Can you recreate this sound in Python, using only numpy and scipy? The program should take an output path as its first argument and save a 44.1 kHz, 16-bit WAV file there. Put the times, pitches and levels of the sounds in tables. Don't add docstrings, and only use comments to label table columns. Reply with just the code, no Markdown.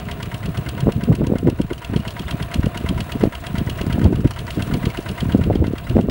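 import sys
import numpy as np
from scipy import signal
from scipy.fft import rfft, irfft, next_fast_len
from scipy.io import wavfile
from scipy.ndimage import uniform_filter1d, minimum_filter1d, map_coordinates

SR = 44100
rng = np.random.default_rng(int(sys.argv[2]) if len(sys.argv) > 2 else 0)


def attenuation_scalar(level_db):
    decades = np.asarray(level_db, float) / 20
    return 10 ** decades


def transcribe(u):
    v = np.clip(np.atleast_2d(u).T, -1, 1)
    q = np.round(v * 32767).astype(np.int16)
    wavfile.write(sys.argv[1], SR, q)


N = 269010

# [f/Hz, width/Hz, level/dB]
BLOCK_MODES = [(1300, 2000, -9), (2710, 184, 5), (2900, 74, 7), (3222, 128, 6), (4280, 640, -6)]
# [f/Hz, level/dB per Hz]
BLOCK_TREBLE = [(4000, -2.5), (5500, 0), (6500, -2.5), (8500, -4.5), (9600, -0.5), (10500, -5.5),
                (12000, -9.5), (13000, -26), (15500, -34)]
# [t/s, whine level/dB, engine drone level/dB]
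WHINE_DRONE_LEVELS = [(0, -52, -44.5), (.71, -49, -43.5), (1.45, -50, -45.5), (1.67, -52, -46.5), (1.89, -53, -44),
                      (2.11, -51, -42), (2.6, -53, -42.5), (3.39, -49, -42), (3.59, -48, -42), (3.93, -48, -42.5),
                      (4.3, -51, -44), (4.46, -50, -42.5), (4.7, -48, -40.5), (5.1, -49, -42), (5.45, -49, -43),
                      (5.6, -51, -45), (5.92, -50, -43), (6.06, -53, -46.5)]


def unit(x):
    return x / np.sqrt(np.mean(x ** 2) + 1e-20)


def curves(rows):
    s, *cols = np.transpose(rows)
    return [np.interp(np.arange(N) / SR, s, c) for c in cols]


def wobble(rate):
    knots = rng.standard_normal(int(N * rate / SR) + 4)
    return map_coordinates(knots, [np.arange(N) * rate / SR])


def filtered(x, response):
    m = next_fast_len(x.shape[-1] + 8192)
    return irfft(rfft(x, m) * response(np.fft.rfftfreq(m, 1 / SR)), m)[..., :x.shape[-1]]


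def colour(points):
    f, db = np.transpose(points)
    return lambda hz: attenuation_scalar(np.interp(np.log(hz + 1), np.log(f), db))


def modes(table):
    def response(f):
        return sum((-1) ** k * attenuation_scalar(db) * 1j * f * width / (hz * hz - f * f + 1j * f * width)
                   for k, (hz, width, db) in enumerate(table))
    return response


def decay(t, t60):
    return attenuation_scalar(-60 * t / t60)


def bell(x):
    return np.exp(-.5 * x ** 2)


def lay(times, shapes, lead):
    start = np.round((np.asarray(times) - lead) * SR).astype(int)
    at = start[:, None] + np.arange(shapes.shape[1])
    keep = (at >= 0) & (at < N)
    return np.bincount(at[keep], shapes[keep], N)


def bursts(times, db, envelope, response, lead, grit_db=2.5, alike=0):
    white = rng.standard_normal((2, len(times), len(envelope)))
    white = np.sqrt(1 - alike) * white + np.sqrt(alike) * white[:, :1]
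    ring = filtered(white[0] * attenuation_scalar(grit_db * white[1]) * envelope, response)
    ring = ring / np.sqrt(np.sum(ring ** 2, 1, keepdims=True) / np.sum(envelope ** 2))
    return lay(times, attenuation_scalar(db)[:, None] * ring, lead)


def rush(spectrum, patchy_db):
    z = signal.stft(rng.standard_normal(N + 512), nperseg=512)[2]
    field = uniform_filter1d(rng.standard_normal(z.shape), size=5, axis=0)
    field = uniform_filter1d(field, size=6, axis=1)
    patchy = signal.istft(z * attenuation_scalar(patchy_db * unit(field)), nperseg=512)[1][:N]
    return unit(filtered(patchy, colour(spectrum)))


def engine():
    s, clack_db, treble_db, puff_db = firings()
    sound = clack(s, clack_db, treble_db) + exhaust(s, puff_db) + thump(s, puff_db)
    return sound + drone(s) + valves(s, puff_db)


def firings():
    # [t/s, knock level/dB, brightness of the knock/dB]
    fourths = [(.0008, -28.5, -10), (0.46, -29.5, -7), (0.9225, -31, -3), (1.3852, -34, 1.5),
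               (1.8488, -30, -11), (2.312, -28, -8), (2.776, -27, -5), (3.238, -28, -11), (3.7, -28, -6.5),
               (4.159, -29.5, -9.5), (4.6244, -27, -9.5), (5.0912, -28, -13), (5.5563, -29.5, -15),
               (6.012, -30.5, -11)]
    # [t/s, extra level/dB]
    accents = [(0, -10.5), (.69, 1.5), (.81, -2), (1.15, 1.5), (1.62, 1), (1.96, 3.5), (2.08, 3),
               (3.12, 2.5), (3.24, -2), (3.81, 1.5), (3.93, 1), (4.97, 1.5), (5.32, 1.5), (2.31, 3.5),
               (2.54, 3.5), (2.66, -3), (2.89, 4), (3.01, 2), (3.35, 0), (3.7, 2), (4.27, -4.5),
               (4.74, 1.5), (4.86, 3), (5.21, 2), (5.67, -1.5), (5.78, 1.5), (6.01, -4)]
    step = np.arange(4 * len(fourths) - 3) / 4
    s, knock_db, bright_db = (np.interp(step, np.arange(len(fourths)), c) for c in np.transpose(fourths))
    for at, db in accents:
        extra_db = db * (np.arange(len(s)) == np.argmin(abs(s - at)))
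        knock_db = knock_db + extra_db
        bright_db = bright_db - .6 * extra_db
    drone_s, _, drone_db = np.transpose(WHINE_DRONE_LEVELS)
    mean_db = drone_db.mean()
    puff_db = mean_db + 12 + 0.53 * (np.interp(s, drone_s, drone_db) - mean_db)
    luck = rng.standard_normal((len(s), 3))
    return s, knock_db + .7 * luck[:, 0], bright_db + 1.2 * luck[:, 1], puff_db + 1.5 * luck[:, 2]


def clack(s, clack_db, treble_db):
    t = np.arange(SR // 10) / SR
    blow = bell((t - .006) / 0.0021) + attenuation_scalar(-2.5 - 60 * t / 0.086) * (t > .006)
    snap = bell((t - .005) / np.where(t < .005, .0014, .0027))
    body = bursts(s, clack_db - 2.0, blow, modes(BLOCK_MODES), lead=.0078)
    return body + bursts(s, clack_db + treble_db, snap, colour(BLOCK_TREBLE), lead=0.0049)


def exhaust(s, puff_db):
    # [f/Hz, width/Hz, level/dB]
    pipe = [(660, 16, 5.5), (951, 34.5, 7.5), (1250, 320, -2), (1484, 220, 2.5), (2000, 220, -1),
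            (2900, 510, -2), (5800, 5800, -19), (9000, 3400, -17.5)]
    # [f/Hz, level/dB]
    muffle = [(100, -4.5), (2200, 1.5), (2400, -6.5), (11000, -4.5), (15000, -18)]
    # [f/Hz, level/dB, t60/s]
    shell = [(604, 5, 0.027), (693.5, -11, 0.28), (961, -2, 0.045), (1455, -7, 0.03)]
    s, puff_db = np.append(s, 2 * s[-1] - s[-2]), np.append(puff_db, puff_db[-1])
    t = np.arange(SR // 10) / SR
    hold_s = 0.0056
    gas = (1 - np.exp(-t / 0.00035)) * decay(np.maximum(t - hold_s, 0), 0.096)
    gas += 0.075 * bell((t - .008) / 0.00086)
    puff = bursts(s, puff_db, gas, lambda f: modes(pipe)(f) * colour(muffle)(f),
                  lead=.0315, grit_db=4.0, alike=.08)
    ring = sum(attenuation_scalar(db - 60 * t / t60) * np.sin(2 * np.pi * hz * t) for hz, db, t60 in shell)
    ring = ring * (1 - np.exp(-t / 0.0022))
    return puff + lay(s, attenuation_scalar(puff_db)[:, None] * ring, lead=.033)


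def thump(s, puff_db):
    t = np.arange(SR // 10) / SR
    thud = np.cos(2 * np.pi * 67 * (t - .006)) * (1 - np.exp(-t / 0.0046)) * decay(t, 0.22)
    return lay(s, attenuation_scalar(puff_db + 8.5)[:, None] * thud, lead=0.0082)


def drone(s):
    # [f/Hz, level/dB per Hz]
    gears = [(250, -7), (420, -7.5), (560, -10), (696, 1.5), (835, -19), (953, -5), (1120, -9.5),
             (1460, -11), (2280, -16.5), (2800, -15), (3230, -22), (3600, -20), (4600, -28.5), (7000, -61)]
    t = np.arange(SR // 10) / SR
    beat = lay(s, np.ones((len(s), 1)) * decay(t, 0.079), lead=0)
    level_db = curves(WHINE_DRONE_LEVELS)[1] + 4.5 + 5.9 * beat + 1.1 * wobble(60) + 1.46 * wobble(350)
    return attenuation_scalar(level_db) * rush(gears, patchy_db=0.5)


def valves(s, puff_db):
    # [t from the knock/s, level against the exhaust puff/dB]
    gear = [
        (-.031, -19),
        (.025, -18.5),
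        (.058, -14),
    ]
    t = np.arange(SR // 50) / SR
    luck = rng.standard_normal((len(s), 2, len(gear)))
    tick = (1 - np.exp(-t / 0.0013)) * decay(t, 0.025)
    body = lambda f: colour(BLOCK_TREBLE)(f) + attenuation_scalar(-19.0) * modes(BLOCK_MODES)(f)
    out = np.zeros(N)
    for k, (at, db) in enumerate(gear):
        tick_s = s + at + .001 * luck[:, 0, k]
        out += bursts(tick_s, puff_db + db + 2 * luck[:, 1, k], tick, body, lead=0)
    return out


def ticks():
    chance = rng.random((260, 2))
    s = chance[:, 0] * N / SR
    drone_db = np.interp(s, np.arange(N) / SR, curves(WHINE_DRONE_LEVELS)[1])
    db = drone_db - 3 - 4.3 * np.log(chance[:, 1] + 0.05)
    t = np.arange(SR // 50) / SR
    body = lambda f: modes(BLOCK_MODES)(f) + attenuation_scalar(-21.0) * colour(BLOCK_TREBLE)(f)
    return bursts(s, db, decay(t, 0.0083), body, lead=0)


def rattles():
    # [t/s, peak level/dB, f/Hz]
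    knocks = [(0.053, -31.5, 2810), (0.2573, -26, 1250), (1.665, -33, 1690), (1.7787, -27.5, 2710),
              (2, -26, 2920), (2.219, -29, 3200), (2.106, -25, 3180), (3.865, -24.5, 1120),
              (3.9932, -24, 1490), (4.2053, -25.5, 1300), (4.308, -14, 990), (4.336, -26.5, 2420),
              (4.4024, -33, 3340), (4.4674, -26, 1450), (4.5254, -33, 3900), (4.5451, -32, 3400),
              (4.5785, -35, 3200), (4.9018, -22, 2130), (5.3757, -40, 905), (6.0975, -16.5, 2900)]
    s, db, hz = np.transpose(knocks)
    t = np.arange(SR // 20) / SR

    def body(f):
        metal = 1j * f * 400 / (hz[:, None] ** 2 - f * f + 1j * f * 400)
        return metal + attenuation_scalar(-25) * colour(BLOCK_TREBLE)(f) + attenuation_scalar(-11.0) * modes(BLOCK_MODES)(f)
    return bursts(s, db - 7.5, decay(t, 0.048), body, lead=0)


def spray():
    # [f/Hz, level/dB per Hz]
    water = [(2500, -3), (4500, -3), (6000, -1), (9900, 2.5), (11200, -2.5), (13000, -2), (14700, -16),
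             (15400, -12), (15800, -5.5)]
    t = np.arange(N) / SR
    drone_db = curves(WHINE_DRONE_LEVELS)[1]
    surge_db = 1.5 * bell((t - 4.64) / 0.19)
    pulse_db = 1.3 * np.cos(2 * np.pi * (t / .1156 - .1))
    level_db = -54.5 + surge_db + 0.93 * (drone_db - drone_db.mean()) + pulse_db
    return attenuation_scalar(level_db + .6 * wobble(64) + 2.2 * wobble(300)) * rush(water, patchy_db=1.2)


def splats():
    # [t/s, peak level/dB]
    mud = [(0.378, -35), (1.5744, -39), (1.8198, -47), (3.0394, -38), (3.0544, -45), (3.1964, -35),
           (3.4027, -36), (3.5433, -38), (3.6621, -33), (3.7743, -32), (4.122, -37), (4.2103, -40),
           (4.3076, -37), (4.5511, -33), (4.6714, -32), (4.7686, -35), (4.8884, -36), (5.004, -33),
           (5.0254, -35), (5.1123, -31.5), (5.2424, -37), (5.3737, -34), (5.6804, -38), (5.8864, -42),
           (5.9204, -44), (6.0264, -42)]
    s, db = np.transpose(mud)
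    t = np.arange(SR // 40) / SR
    wet = (1 - np.exp(-t / 0.0016)) * decay(t, 0.054)
    return bursts(s, db - 6, wet, colour(BLOCK_TREBLE), lead=0.00099)


def wind():
    swirling = eddies()
    moving = swirling + eddy_edges() + wake(swirling) + buffeting(swirling) + heaves()
    return filtered(moving, lambda hz: 1 / (1 + (hz / 1300) ** 4) / (1 + (27 / (hz + 1)) ** 3))


def eddy_rows():
    # [t/s, peak level/dB, f/Hz, length/ms]
    strong = [(0.882, 0.5, 240, 3.2), (1.092, -7, 179, 5.1), (1.109, -5, 205, 6), (1.122, -4.5, 133, 9.5),
              (1.21, -1.5, 198, 2.3), (1.242, -10, 208, 2.8), (1.324, 0, 221, 4.6), (1.357, -3.5, 236, 2.3),
              (1.465, -2, 197, 3.5), (1.475, -0.5, 283, 3.4), (1.488, -3, 290, 5.4),
              (1.603, -1.5, 227, 4.5), (1.964, -2.5, 157, 2.9), (2.345, -12, 170, 8.5),
              (2.595, -6.5, 140, 4.6), (2.644, -4.5, 191, 3.4), (2.669, -6.5, 199, 7),
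              (2.913, -9, 162, 6.4), (3.239, 1, 290, 3.8), (3.274, -4.5, 210, 4), (3.582, -10.5, 154, 3.9),
              (3.869, -7, 197, 3), (3.96, -10.5, 193, 4.9), (3.988, -7.5, 201, 3.4),
              (4.036, -8.5, 207, 8.5), (4.055, 0.5, 199, 2.9), (4.065, -2, 195, 2.7), (4.076, -4, 219, 2.4),
              (4.113, -6, 206, 4.1), (4.129, -6, 295, 4.7), (4.198, -6.5, 157, 8.3), (4.256, 0.5, 137, 5.5),
              (4.578, -11.5, 117, 15), (4.727, -8, 167, 3), (4.75, -7, 101, 10), (4.871, -5, 164, 2.6),
              (5.35, -1, 220, 5.1), (5.393, -8.5, 184, 12), (5.413, -10, 131, 8.2), (5.477, -10, 182, 15),
              (5.508, -2.5, 358, 2.5), (5.558, -2.5, 313, 4.3), (5.592, -10, 185, 8.7), (5.625, -7, 288, 9),
              (5.682, -3.5, 218, 2.8), (5.737, -5.5, 260, 2.7), (5.963, -3, 214, 7.2),
              (5.982, -7, 209, 5.2), (5.997, -2.5, 227, 5.6), (6.093, -9.5, 200, 5.2)]
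    # [t/s, peak level/dB, f/Hz]
    lesser = [(0.079, -16.5, 134), (0.483, -16.5, 168), (0.67, -16, 106), (0.837, -10.5, 119),
              (0.863, -12.5, 278), (0.899, -16, 194), (0.964, -9, 128), (0.994, -13.5, 160),
              (1.037, -13, 164), (1.056, -26, 168), (1.079, -10, 220), (1.143, -12, 189),
              (1.188, -11.5, 161), (1.273, -10.5, 270), (1.303, -6.5, 238), (1.431, -9, 210),
              (1.451, -8, 168), (1.714, -11, 289), (1.938, -11.5, 268), (1.999, -13.5, 168),
              (2.412, -15, 150), (2.561, -13.5, 162), (2.763, -16.5, 169), (2.846, -13, 209),
              (2.967, -14.5, 149), (3.158, -12, 180), (3.23, -8, 195), (3.258, -25, 187),
              (3.546, -13.5, 167), (3.618, -11, 137), (3.674, -13.5, 152), (3.689, -18.5, 300),
              (3.813, -13, 228), (3.881, -17, 158), (3.9, -14, 178), (4.019, -11, 217), (4.096, -11.5, 176),
              (4.148, -10, 154), (4.267, -19, 118), (4.606, -14.5, 192), (4.703, -13.5, 226),
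              (4.843, -11.5, 197), (4.881, -24, 150), (4.991, -14, 250), (5.101, -13, 210),
              (5.229, -12, 165), (5.29, -13, 187), (5.52, -13, 156), (5.539, -11, 252), (5.58, -15, 176),
              (5.643, -19, 365), (5.663, -12, 218), (5.915, -13.5, 232), (6.047, -12, 162),
              (6.067, -14, 149),
              (0.279, -18, 147), (0.347, -17, 120), (0.452, -19.5, 133), (0.46, -18.5, 183),
             (0.495, -13.5, 141), (0.59, -13.5, 105), (0.752, -21, 174), (0.818, -24, 123),
             (0.847, -25, 186), (0.937, -21, 158), (0.98, -13, 251), (1.231, -11, 129), (1.511, -37, 200),
             (1.528, -13.5, 206), (1.648, -13.5, 152), (1.902, -15.5, 170), (2.074, -17, 152),
             (2.209, -16, 150), (2.81, -18, 205), (2.897, -16, 160), (2.926, -16.5, 255), (2.936, -25, 178),
             (2.952, -23, 119), (2.999, -17.5, 212), (3.018, -17.5, 147), (3.209, -15, 137),
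             (3.504, -17.5, 149), (3.519, -26, 138), (3.844, -17, 225), (3.91, -29, 151), (3.934, -16, 133),
             (3.971, -27, 155), (4.005, -13.5, 199), (4.085, -9, 158), (4.185, -18, 216),
             (4.216, -12.5, 182), (4.236, -18, 192), (4.28, -33, 125), (4.42, -16, 115),
             (4.679, -16.5, 162), (4.773, -14.5, 148), (4.822, -19, 141), (5.12, -17, 162),
             (5.258, -13, 164), (5.271, -24, 153), (5.309, -17, 168), (5.32, -23, 146), (5.337, -21, 225),
             (5.37, -26, 115), (5.432, -22, 139), (5.462, -14, 170), (5.606, -6, 150), (5.696, -19, 120),
             (5.71, -12, 203), (6.011, -31, 200)]
    s, db, hz = np.transpose(lesser)
    turns = 1.16
    return np.hstack([np.transpose(strong), [s, db, hz, 1000 * turns / hz]])


def eddies():
    s, db, hz, ms = eddy_rows()
    t = np.arange(-SR // 20, SR // 20) / SR
    near_pitch = lambda f: bell(np.log((f + 1) / hz[:, None]) / 0.54)
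    ragged = unit(filtered(rng.standard_normal((len(s), len(t))), near_pitch))
    flip = .5 * rng.integers(2, size=(len(s), 1))
    core = bell(t * hz[:, None] / 0.73) * np.cos(2 * np.pi * (hz[:, None] * t + flip))
    swirl = ragged + 2.96 * core
    envelope = bell(t / (0.00052 * ms[:, None])) + 0.048 * bell(t / .014)
    size = np.sqrt(np.sum(envelope ** 2, 1) / np.sum((swirl * envelope) ** 2, 1))
    return lay(s, (attenuation_scalar(db - 4.0) * size)[:, None] * swirl * envelope, lead=1 / 20)


def eddy_edges():
    # [t/s, peak level/dB]
    fronts = [(0.872, -3), (1.088, -15), (1.119, -6), (1.219, -5.5), (1.241, -14), (1.297, -13),
              (1.322, -9), (1.36, -10), (1.473, -14), (.889, -3.5), (5.502, -3.5), (5.514, -10),
              (1.338, -4.5), (1.455, -14), (2.401, -24), (4.05, -12), (3.238, -31), (3.255, -5.5),
              (3.689, -17), (3.981, -10.5), (4.06, -4), (4.129, -9), (5.348, -5), (5.396, -11), (5.59, -18),
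              (5.508, -5), (5.558, -24), (5.624, -21), (5.642, -6.5), (5.968, 1.5), (5.981, -4.5),
              (5.991, -2.5), (6.087, -4)]
    # [f/Hz, level/dB per Hz]
    crackle = [(150, 1.5), (380, 1), (600, -4), (900, -16.5), (1600, -25), (3000, -72)]
    t = np.arange(-SR // 20, SR // 20) / SR
    s, db = np.transpose(fronts)
    return bursts(s, db - 2.5, bell(t / 0.0012), colour(crackle), lead=1 / 20, grit_db=23.0)


def wake(swirling):
    # [f/Hz, level/dB per Hz]
    turbulence = [(50, -21), (110, 3.5), (220, -0.5), (400, -8), (700, -21), (1200, -58)]
    near = np.sqrt(abs(uniform_filter1d(swirling ** 2, size=1100)))
    return 0.41 * near * attenuation_scalar(3.7 * wobble(70)) * rush(turbulence, patchy_db=3.0)


def buffeting(swirling):
    # [t/s, level/dB]
    gusts = [(0, -34.5), (.88, -29), (1.2, -24), (1.82, -35), (2, -29.5), (2.43, -36), (2.82, -28.5),
             (3.04, -37), (3.33, -33), (3.65, -31.5), (4.09, -25.5), (4.33, -32.5), (4.74, -29),
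             (5.01, -36.5), (5.52, -21.5), (5.83, -34.5), (5.93, -24.5), (6.1, -17)]
    # [f/Hz, level/dB per Hz]
    rumble = [(40, -54), (90, 4.5), (146, 2.5), (338, -12), (510, -16.5), (900, -39), (2000, -88)]
    # [f/Hz, level/dB per Hz]
    deep_rumble = [(15, -45), (30, 1), (55, -1), (85, 1), (130, -2.5), (220, -54)]
    gust_db, = curves(gusts)
    lumps = attenuation_scalar(5.1 * np.tanh(wobble(45)) + 2.56 * wobble(130))
    flutter = attenuation_scalar(gust_db + 0.5) * unit(lumps * rush(rumble, patchy_db=0.5))
    rise_db = 0.9 * np.arange(N) / SR
    deep_db = -36 + rise_db + 0.47 * (gust_db - gust_db.mean()) + 2.4 * wobble(11.0)
    push = np.sqrt(abs(uniform_filter1d(swirling ** 2, size=1800)))
    return flutter + (attenuation_scalar(deep_db) + 0.33 * push) * rush(deep_rumble, patchy_db=2.5)


def heaves():
    # [t/s, peak level/dB, f/Hz]
    swings = [(0.593, -24, 80), (0.679, -17.5, 67), (0.818, -21, 75), (0.873, -25, 76), (0.924, -24, 69),
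              (1.122, -8, 73), (1.219, -30, 68), (1.357, -20, 71), (1.482, -17, 70.5), (1.965, -26, 65.4),
              (2.262, -20, 65), (2.346, -25, 64), (2.591, -12.5, 77), (2.668, -21, 74), (2.852, -16, 72),
              (2.957, -18, 66), (3.231, -16, 68), (3.588, -15, 78), (3.876, -25, 78), (3.962, -23, 74),
              (4.064, -4, 77), (4.197, -16, 78), (4.259, -8, 68), (4.574, -23, 64.5), (4.749, -18, 73),
              (4.825, -22, 70), (4.878, -16, 61), (5.342, -20, 74), (5.412, -16, 74), (5.478, -13, 62),
              (5.556, -16, 67), (5.615, -23, 80), (5.686, -23, 81), (5.739, -19, 64.4), (5.955, -11, 59),
              (6.094, -13, 70)]
    s, db, hz = np.transpose(swings)
    turns = np.arange(-SR // 12, SR // 12) / SR * hz[:, None]
    swing = bell(turns / 0.57) * np.cos(2 * np.pi * (turns + rng.random((len(s), 1))))
    return lay(s, attenuation_scalar(db + 0.5)[:, None] * swing, lead=1 / 12)


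def bird():
    # [t/s, f/Hz, level/dB]
    chirps = [
        [(2.258, 2740, -54), (2.263, 2830, -48), (2.271, 2900, -37), (2.275, 3570, -38), (2.28, 3670, -37),
         (2.286, 3100, -44)],
        [(2.237, 4650, -52), (2.242, 4850, -50), (2.248, 5000, -56)],
        [(4.467, 5300, -46), (4.47, 4660, -36), (4.473, 4020, -41)],
        [(5.838, 3900, -52), (5.848, 4630, -51), (5.856, 5000, -49), (5.86, 5030, -53)],
        [(5.836, 2980, -47), (5.847, 3730, -47), (5.855, 3950, -48), (5.863, 3950, -50)],
    ]
    t, out = np.arange(N) / SR, np.zeros(N)
    for note in chirps:
        hz, db = curves(note)
        sounding = (t > note[0][0]) * (t < note[-1][0])
        out += attenuation_scalar(db) * np.sin(2 * np.pi * np.cumsum(hz) / SR) * sounding
    return out


def insect():
    # [t/s, level/dB]
    hissing = [(0, -70), (.9, -74), (1.2, -106), (1.9, -98), (2.1, -67), (3.1, -63), (3.3, -79), (3.6, -84)]
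    band = [(11500, -40), (12000, 0), (12200, 0), (12700, -40)]
    return attenuation_scalar(curves(hissing)[0]) * rush(band, patchy_db=1.5)


def belt_hum():
    # [t/s, level/dB]
    humming = [(0, -42), (.27, -42), (.4, -92)]
    phase = 2 * np.pi * np.cumsum(405 + 9 * wobble(29)) / SR
    return attenuation_scalar(curves(humming)[0] + 1.8 * wobble(44)) * np.sin(phase)


def whine():
    level = attenuation_scalar(curves(WHINE_DRONE_LEVELS)[0] + .7 * wobble(12))
    return np.sqrt(2) * level * np.sin(2 * np.pi * 15642 * np.arange(N) / SR)


def ducked(x):
    threshold_db, share, release_s = -8, 0.5, 0.12
    over_db = np.maximum(20 * np.log10(abs(x) + 1e-9) - threshold_db, 0)
    held_db = uniform_filter1d(-minimum_filter1d(-over_db, size=3500, origin=1200), size=1500)
    fade = np.exp(-np.arange(SR) / SR / release_s)
    return x * attenuation_scalar(-share * signal.fftconvolve(held_db, fade[None] / fade.sum())[:, :N])


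def scene():
    tractor = engine() + ticks() + rattles() + spray() + splats()
    return (tractor + wind() + bird() + insect() + belt_hum() + whine())[None]


def band_limit(x):
    return signal.sosfilt(signal.butter(12, 15800, fs=SR, output="sos"), x)


def record(dry):
    low_cut_hz, top_hz = 30, 15780
    band = filtered(dry, lambda hz: (hz < top_hz) * 1j * hz / (low_cut_hz + 1j * hz))
    limited = np.clip(ducked(band), -1, 1)
    return band_limit(limited)


dry = scene()
out = record(dry)
transcribe(out)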